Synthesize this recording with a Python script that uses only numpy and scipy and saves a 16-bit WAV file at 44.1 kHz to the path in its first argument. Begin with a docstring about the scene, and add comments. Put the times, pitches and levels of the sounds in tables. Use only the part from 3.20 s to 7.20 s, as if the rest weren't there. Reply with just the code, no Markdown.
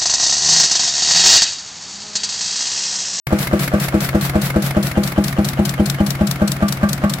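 """Outdoors, beside an antique single-cylinder stationary engine running just under five cycles a second.
Each cycle: gear teeth rattle, a blast of gas thumps the exhaust pipe, the valve gear taps, a hollow gulp
sounds under a puff of air hissing past the piston, the valve clacks shut and the connecting rod knocks.
Flywheels churn underneath and a dry bearing squeaks, most of all midway. We walk along the engine,
away from the hiss and towards the valve gear, and the exhaust's bark brightens at the end."""
import sys
import numpy as np
from scipy.fft import rfft, irfft
from scipy.io import wavfile

SR = 44100
rng = np.random.default_rng(int(sys.argv[2]) if len(sys.argv) > 2 else 0)


def unload_audio(sound):
    """Save the sound as a 16-bit wav file, at the path given as the first command line argument."""
    columns = np.transpose(np.atleast_2d(sound))
    # keep every value between -1 and 1, then stretch to whole-number steps
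    steps = np.round(np.clip(columns, -1, 1) * 32767)
    wavfile.write(sys.argv[1], SR, steps.astype(np.int16))


N = 176400

# exhaust thumps, one per cycle: time_s
THUMP_TIMES = [-.0815, .1245, .3305, .5365, .7423, .9482, 1.1543, 1.3605, 1.5667, 1.773, 1.9793, 2.1853,
               2.3914, 2.5976, 2.804, 3.0104, 3.217, 3.4238, 3.6308, 3.8375]
# the mix along the walk: time_s, pipe_db, overtones_db, hiss_db, knock_db, tap_db, clack_db
WALK_MIX = [(0, -8, -7, -21.5, -17, -23.5, -23.5), (1.1, -8, -7.5, -21.5, -18, -24, -24),
            (1.7, -7.5, -8.5, -25.5, -21.5, -21.5, -21), (2.4, -7.3, -10.5, -28, -23.5, -19.3, -17.5),
            (3.05, -6.5, -10.5, -30, -25.5, -20, -14.3), (3.9, -7, -9.5, -32.5, -27, -21, -16.5)]
# valve timing after the thump, and its lean to the left: time_s, tap_delay_s, clack_delay_s, lean_db
VALVE_WALK = [(0, .061, .1035, 4), (3.1, .058, .1003, 7.5), (3.9, .057, .099, 6.5)]
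# level rides for the exhaust's bark and the dry bearing: time_s, level_db
BARK_RIDE = [(0, -31.5), (2.4, -37), (3.1, -30), (3.7, -22.5)]
SQUEAK_RIDE = [(1.2, -52), (1.7, -38), (2.8, -37), (3.5, -49)]
# bands of the EQ that shifts along the walk: centre_hz
EQ_BANDS = [78, 140, 203, 330, 500, 620, 815, 1150, 1570]
# that EQ's moves: time_s, then gain_db for each band
EQ_WALK = [(0, 0, 1, 0, -1, 1.5, 0, -1, 2, 0), (1.4, 0, 1, 0, .5, .5, .5, 0, 2, 0),
           (2.6, -1, 0, .7, 3, -2, -4, 6, -3, 0), (3.3, -2.5, -1.5, .7, -3, -3, 3, 3, 1, 3),
           (3.9, -4.5, -3, 0, -7, -4, 3.5, 1, 0, 3.5)]

# ringing parts, one mode a row: pitch_hz, level_db, t60_s, rise_s
PLATE_MODES = [(1115, -3, .25, .002), (1178, 0, .28, .002), (1415, -8, .2, .002), (1570, -3, .2, .002),
               (1820, -8, .2, .002)]  # thin metal shaken by the gears and the blast
PIPE_MODES = [(76, 17, .058, .038), (90, 6, .07, .03), (202.8, 2.1, .25, .0027), (175.1, 6.6, .082, .0157),
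              (143.4, -9, .9, .07)]  # low boom of the exhaust pipe
PIPE_OVERTONES = [(315.2, -4, .16, .002), (356.5, -8.2, .2, .008), (497, -8.7, .15, .002),
                  (560, -12, .07, .006), (597, -10, .14, .001), (643.5, -10.5, .16, .002),
                  (815, -16.5, .18, .001)]  # its upper ring
TAP_MODES = [(4260, 0, .05, .002), (5400, -6, .05, .002), (7620, -1, .05, .002), (11300, -6, .04, .002)]  # steel of the valve gear, tapped
CLACK_MODES = [(3720, -2, .04, .0005), (5450, -4, .04, .0005), (7650, -3, .04, .0005),
               (13800, -4, .03, .0005)]  # the same steel, snapping shut
BODY_MODES = [(135.5, -5.5, 1.6, .001), (177, -.8, .36, .0047), (274, -15, .4, .005),
              (56.6, -6.7, .117, .0066), (565, -6, .04, .001)]  # hollow body rung by the gulp
BED_MODES = [(69.5, -18, .092, .007), (136.5, -12.4, .3, .023)]  # engine bed
ROD_MODES = [(2170, -1.5, .08, .002), (2040, -8, .06, .002), (1230, -8, .05, .002)]  # connecting rod

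# noise colours: frequency_hz, density_db
CHURN_COLOUR = [(25, -32), (60, -6), (330, -3.5), (440, -17), (650, -8), (930, -16), (1300, -11),
                (2200, -16), (2900, -22), (8500, -35), (11500, -33), (15500, -40)]  # flywheels and bearings
SQUEAK_COLOUR = [(2200, -40), (2800, -4), (3150, 0), (3600, -40)]  # dry bearing
WHISTLE_COLOUR = [(9900, -40), (10300, 0), (10700, -30), (14100, -25), (14600, -2), (15100, -35)]  # its thin top
RATTLE_COLOUR = [(430, -12), (570, 2), (800, -6), (930, -15), (1170, -4), (1600, -10), (3000, -25),
                 (12000, -40)]  # gear teeth
BLAST_COLOUR = [(430, -20), (500, -6), (620, 0), (830, -6), (920, -20), (1170, -8), (3000, -24),
                (15000, -35)]  # exhaust gas
BARK_COLOUR = [(800, -20), (1170, 0), (1350, -7), (1600, 0), (2400, -9), (6000, -30)]  # bright edge of the exhaust
SLIDE_COLOUR = [(800, -12), (1200, 0), (2300, -2), (3500, -12), (15000, -19)]  # rubbing piston
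VALVE_COLOUR = [(300, -14), (1500, -7), (2700, -8), (4000, -1), (6500, -4.5), (11500, -7.5), (14500, -10),
                (15800, -16)]  # tap and clack
HISS_COLOUR = [(100, -12), (700, 2), (950, -4), (1300, 0), (2100, 0), (3000, -5), (4400, -5), (6500, -10),
               (7800, -8), (8800, -12), (11300, -4.5), (15500, -9)]  # escaping air
KNOCK_COLOUR = [(100, -3), (1250, 0), (2200, 3), (3000, -6), (4500, -7), (6500, -13), (9000, -13),
                (11300, -7), (15500, -14)]  # rod in its bearing
# stereo width of the noises, narrow lows to wide highs: frequency_hz, left_right_correlation
STEREO_LIKENESS = [(100, .999), (500, .98), (900, .7), (1800, -.05)]

PORT_LAG_S = .0002  # sound from the exhaust reaches the microphone's right port first
AGE = np.arange(SR // 2) / SR  # seconds since a hit began


def amp(db):
    """Decibels to gain."""
    return 10 ** (np.asarray(db) / 20)


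def over_pitch(points, hz):
    """Read a curve of (frequency_hz, value) points on a log axis."""
    frequencies, values = np.transpose(points)
    return np.interp(np.log(hz + 1), np.log(frequencies + 1), values)


def at(rows, time_s):
    """The columns of a time curve at one moment."""
    times, *columns = np.transpose(rows)
    return [np.interp(time_s, times, column) for column in columns]


def walk_eq(modes, time_s):
    """Modes as heard from where we stand at that moment."""
    eq = list(zip(EQ_BANDS, at(EQ_WALK, time_s)))
    return [(hz, db + over_pitch(eq, hz), t60, rise) for hz, db, t60, rise in modes]


def noise(colour, size=len(AGE)):
    """Coloured stereo noise of rms 1."""
    hz = np.fft.rfftfreq(size, 1 / SR)
    width = np.arccos(np.clip(over_pitch(STEREO_LIKENESS, hz), -1, 1)) / 2
    spectrum = rfft(rng.standard_normal((2, size))) * amp(over_pitch(colour, hz))
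    mid, side = irfft(spectrum * [np.cos(width), np.sin(width)], size)
    pair = np.array([mid + side, mid - side])
    return pair / pair.std()


def cycle_noises(colour, same):
    """One noise per cycle; the share `same` of its power recurs each time."""
    shared = noise(colour)
    return [np.sqrt(same) * shared + np.sqrt(1 - same) * noise(colour) for _ in THUMP_TIMES]


def burst(attack_s, hold_s, t60_s, tail_db=-80, tail_t60_s=.2):
    """Attack, hold and decay envelope with a quieter tail."""
    after = np.maximum(AGE - hold_s, 0)
    decay = np.hypot(amp(-60 * after / t60_s), amp(tail_db - 60 * after / tail_t60_s))
    return (1 - np.exp(-AGE / attack_s)) * decay


def ring(modes, scatter_db, detune, alternate=False):
    """Damped modes, a little different at each blow; `alternate` flips every other one's polarity."""
    out = np.zeros(len(AGE))
    for k, (hz, db, t60, rise) in enumerate(modes):
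        level_drift, pitch_drift = rng.standard_normal(2)
        envelope = amp(db + scatter_db * level_drift - 60 * AGE / t60) * (1 - np.exp(-AGE / rise))
        polarity = (-1) ** k if alternate else 1
        out += polarity * envelope * np.sin(2 * np.pi * hz * (1 + detune * pitch_drift) * AGE)
    return out


def steel(modes):
    """A bright ring whose modes differ in strength and tuning from left to right."""
    return np.array([ring(modes, scatter_db=3.5, detune=.012) for _ in range(2)])


def add(out, start_s, sound, pan_db=0, lag_s=0):
    """Mix a sound in, leaning left by pan_db and reaching the left side lag_s after the right."""
    for channel, part, side in zip(out, np.broadcast_to(sound, (2, len(AGE))), (.5, -.5)):
        onset = round((start_s + side * lag_s) * SR)
        first, end = max(onset, 0), min(onset + len(AGE), N)
        if end > first:
            channel[first:end] += amp(side * pan_db) * part[first - onset:end - onset]


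def flywheel_churn():
    """Flywheels and bearings lay down a steady low wash, a touch to the left."""
    return amp(-31) * noise(CHURN_COLOUR, size=N) * amp([[.7], [-.7]])


def dry_bearing():
    """A dry bearing squeaks just ahead of each thump, then whistles thinly."""
    out = np.zeros((2, N))
    for thump_s in THUMP_TIMES:
        level_db = at(SQUEAK_RIDE, thump_s)[0]
        squeak = noise(SQUEAK_COLOUR) * burst(.004, .026, .05)
        whistle = noise(WHISTLE_COLOUR) * burst(.02, .038, .03)
        add(out, thump_s - .023, amp(level_db) * squeak)
        add(out, thump_s + .016, amp(level_db - 5) * whistle, pan_db=2)
    return out


def gear_rattle(lead_s=.0188, tooth_gap_s=.009):
    """Two gear teeth clatter and shake the thin metal as the load builds before each thump."""
    out = np.zeros((2, N))
    for tooth in range(2):
        for thump_s, grit in zip(THUMP_TIMES, cycle_noises(RATTLE_COLOUR, same=.7)):
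            level_db = at(WALK_MIX, thump_s)[1] - 14.5  # rides with the pipe's overtones
            plate = ring(PLATE_MODES, scatter_db=2, detune=.004)
            clatter = grit * burst(.0004, .002, .04) + amp(-12) * plate
            start_s = thump_s - lead_s + tooth * tooth_gap_s
            add(out, start_s, amp(level_db) * clatter, pan_db=-.5, lag_s=PORT_LAG_S)
    return out


def exhaust_thump():
    """A blast of gas booms and rings in the pipe and barks in the thin metal."""
    out = np.zeros((2, N))
    gases, rasps = cycle_noises(BLAST_COLOUR, same=.5), cycle_noises(BARK_COLOUR, same=.6)
    for thump_s, gas, rasp in zip(THUMP_TIMES, gases, rasps):
        pipe_db, overtones_db = at(WALK_MIX, thump_s)[:2]
        bark_db = at(BARK_RIDE, thump_s)[0]
        blast = amp(-14) * gas * burst(.001, .01, .06, tail_db=-10, tail_t60_s=.3)
        overtones = ring(walk_eq(PIPE_OVERTONES, thump_s), scatter_db=1.6, detune=.01, alternate=True)
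        plate = ring(walk_eq(PLATE_MODES, thump_s), scatter_db=2, detune=.004)
        bark = amp(-5.5) * rasp * burst(.002, .012, .1) + plate
        boom = -ring(walk_eq(PIPE_MODES, thump_s), scatter_db=.3, detune=.002)
        add(out, thump_s - .002, amp(overtones_db) * (blast + overtones), pan_db=2.1, lag_s=PORT_LAG_S)
        add(out, thump_s - .002, amp(bark_db) * bark, pan_db=-1.5, lag_s=PORT_LAG_S)
        add(out, thump_s - .001, amp(pipe_db) * boom, pan_db=1.6, lag_s=PORT_LAG_S / 2)
    return out


def piston_slide():
    """The piston rubs softly just after the thump."""
    out = np.zeros((2, N))
    for thump_s in THUMP_TIMES:
        level_db = at(WALK_MIX, thump_s)[3] - 16  # rides with the rod knock
        add(out, thump_s + .005, amp(level_db) * noise(SLIDE_COLOUR) * burst(.001, .05, .08))
    return out


def valve_gear():
    """The valve gear taps once, then clacks shut; each hit is a noisy snap with a steel ring."""
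    out = np.zeros((2, N))
    scrapes, cracks = cycle_noises(VALVE_COLOUR, same=.4), cycle_noises(VALVE_COLOUR, same=.4)
    for thump_s, scrape, crack in zip(THUMP_TIMES, scrapes, cracks):
        tap_db, clack_db = at(WALK_MIX, thump_s)[4:] + .8 * rng.standard_normal(2)
        tap_delay_s, clack_delay_s, lean_db = at(VALVE_WALK, thump_s)
        tap = scrape * burst(.002, .006, .04, tail_db=-18, tail_t60_s=.15)
        tap += amp(-6) * steel(TAP_MODES)
        clack = crack * burst(.0007, .0022, .019, tail_db=-17, tail_t60_s=.11)
        clack += amp(-7.5) * steel(CLACK_MODES)
        add(out, thump_s + tap_delay_s, amp(tap_db) * tap, pan_db=.85 * lean_db)
        add(out, thump_s + clack_delay_s, amp(clack_db) * clack, pan_db=1.1 * lean_db)
    return out


def piston_hiss(peak_s=.05, rise_db_per_s=70, fall_db_per_s=310):
    """Air puffs past the piston, swelling to mid-stroke and dying away."""
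    out = np.zeros((2, N))
    past_peak = AGE - peak_s
    swell_db = np.minimum(rise_db_per_s * past_peak, -fall_db_per_s * past_peak)
    swell = amp(swell_db) * (1 - np.exp(-AGE / .002))
    for thump_s in THUMP_TIMES:
        hiss_db = at(WALK_MIX, thump_s)[2]
        add(out, thump_s + .061, amp(hiss_db) * swell * noise(HISS_COLOUR), pan_db=1.7)
    return out


def hollow_gulp():
    """A gulp follows each exhaust blast and rings the hollow body."""
    out = np.zeros((2, N))
    for thump_s in THUMP_TIMES:
        gulp = -ring(walk_eq(BODY_MODES, thump_s), scatter_db=.8, detune=.002, alternate=True)
        add(out, thump_s + .075, amp(-19) * gulp, pan_db=1.6, lag_s=PORT_LAG_S / 2)
    return out


def rod_knock():
    """The load reverses: the engine bed shudders and the connecting rod knocks in its bearing."""
    out = np.zeros((2, N))
    for thump_s, blow in zip(THUMP_TIMES, cycle_noises(KNOCK_COLOUR, same=.3)):
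        knock_db = at(WALK_MIX, thump_s)[3]
        shudder = -ring(walk_eq(BED_MODES, thump_s), scatter_db=.8, detune=.002)
        knock = blow * burst(.0015, .005, .03, tail_db=-18, tail_t60_s=.13)
        knock += amp(-4) * ring(ROD_MODES, scatter_db=1.5, detune=.008)
        add(out, thump_s + .1397, shudder, pan_db=1.5, lag_s=PORT_LAG_S / 2)
        add(out, thump_s + .1455, amp(knock_db) * knock, pan_db=.5, lag_s=PORT_LAG_S / 2)
    return out


def scene():
    """The steady churn, with the parts of the cycle layered over it."""
    return (flywheel_churn() + dry_bearing() + gear_rattle() + exhaust_thump() + piston_slide()
            + valve_gear() + piston_hiss() + hollow_gulp() + rod_knock())


def record(dry, start_s=.068, top_hz=15850):
    """Cut in after a blink of silence, round off the highest peaks and trim the very top."""
    gated = dry * np.clip((np.arange(N) / SR - start_s) / .002, 0, 1)
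    rounded = gated / (1 + np.abs(gated) ** 8) ** (1 / 8)
    return irfft(rfft(rounded) * (np.fft.rfftfreq(N, 1 / SR) < top_hz), N)


dry = scene()
out = record(dry)
unload_audio(out)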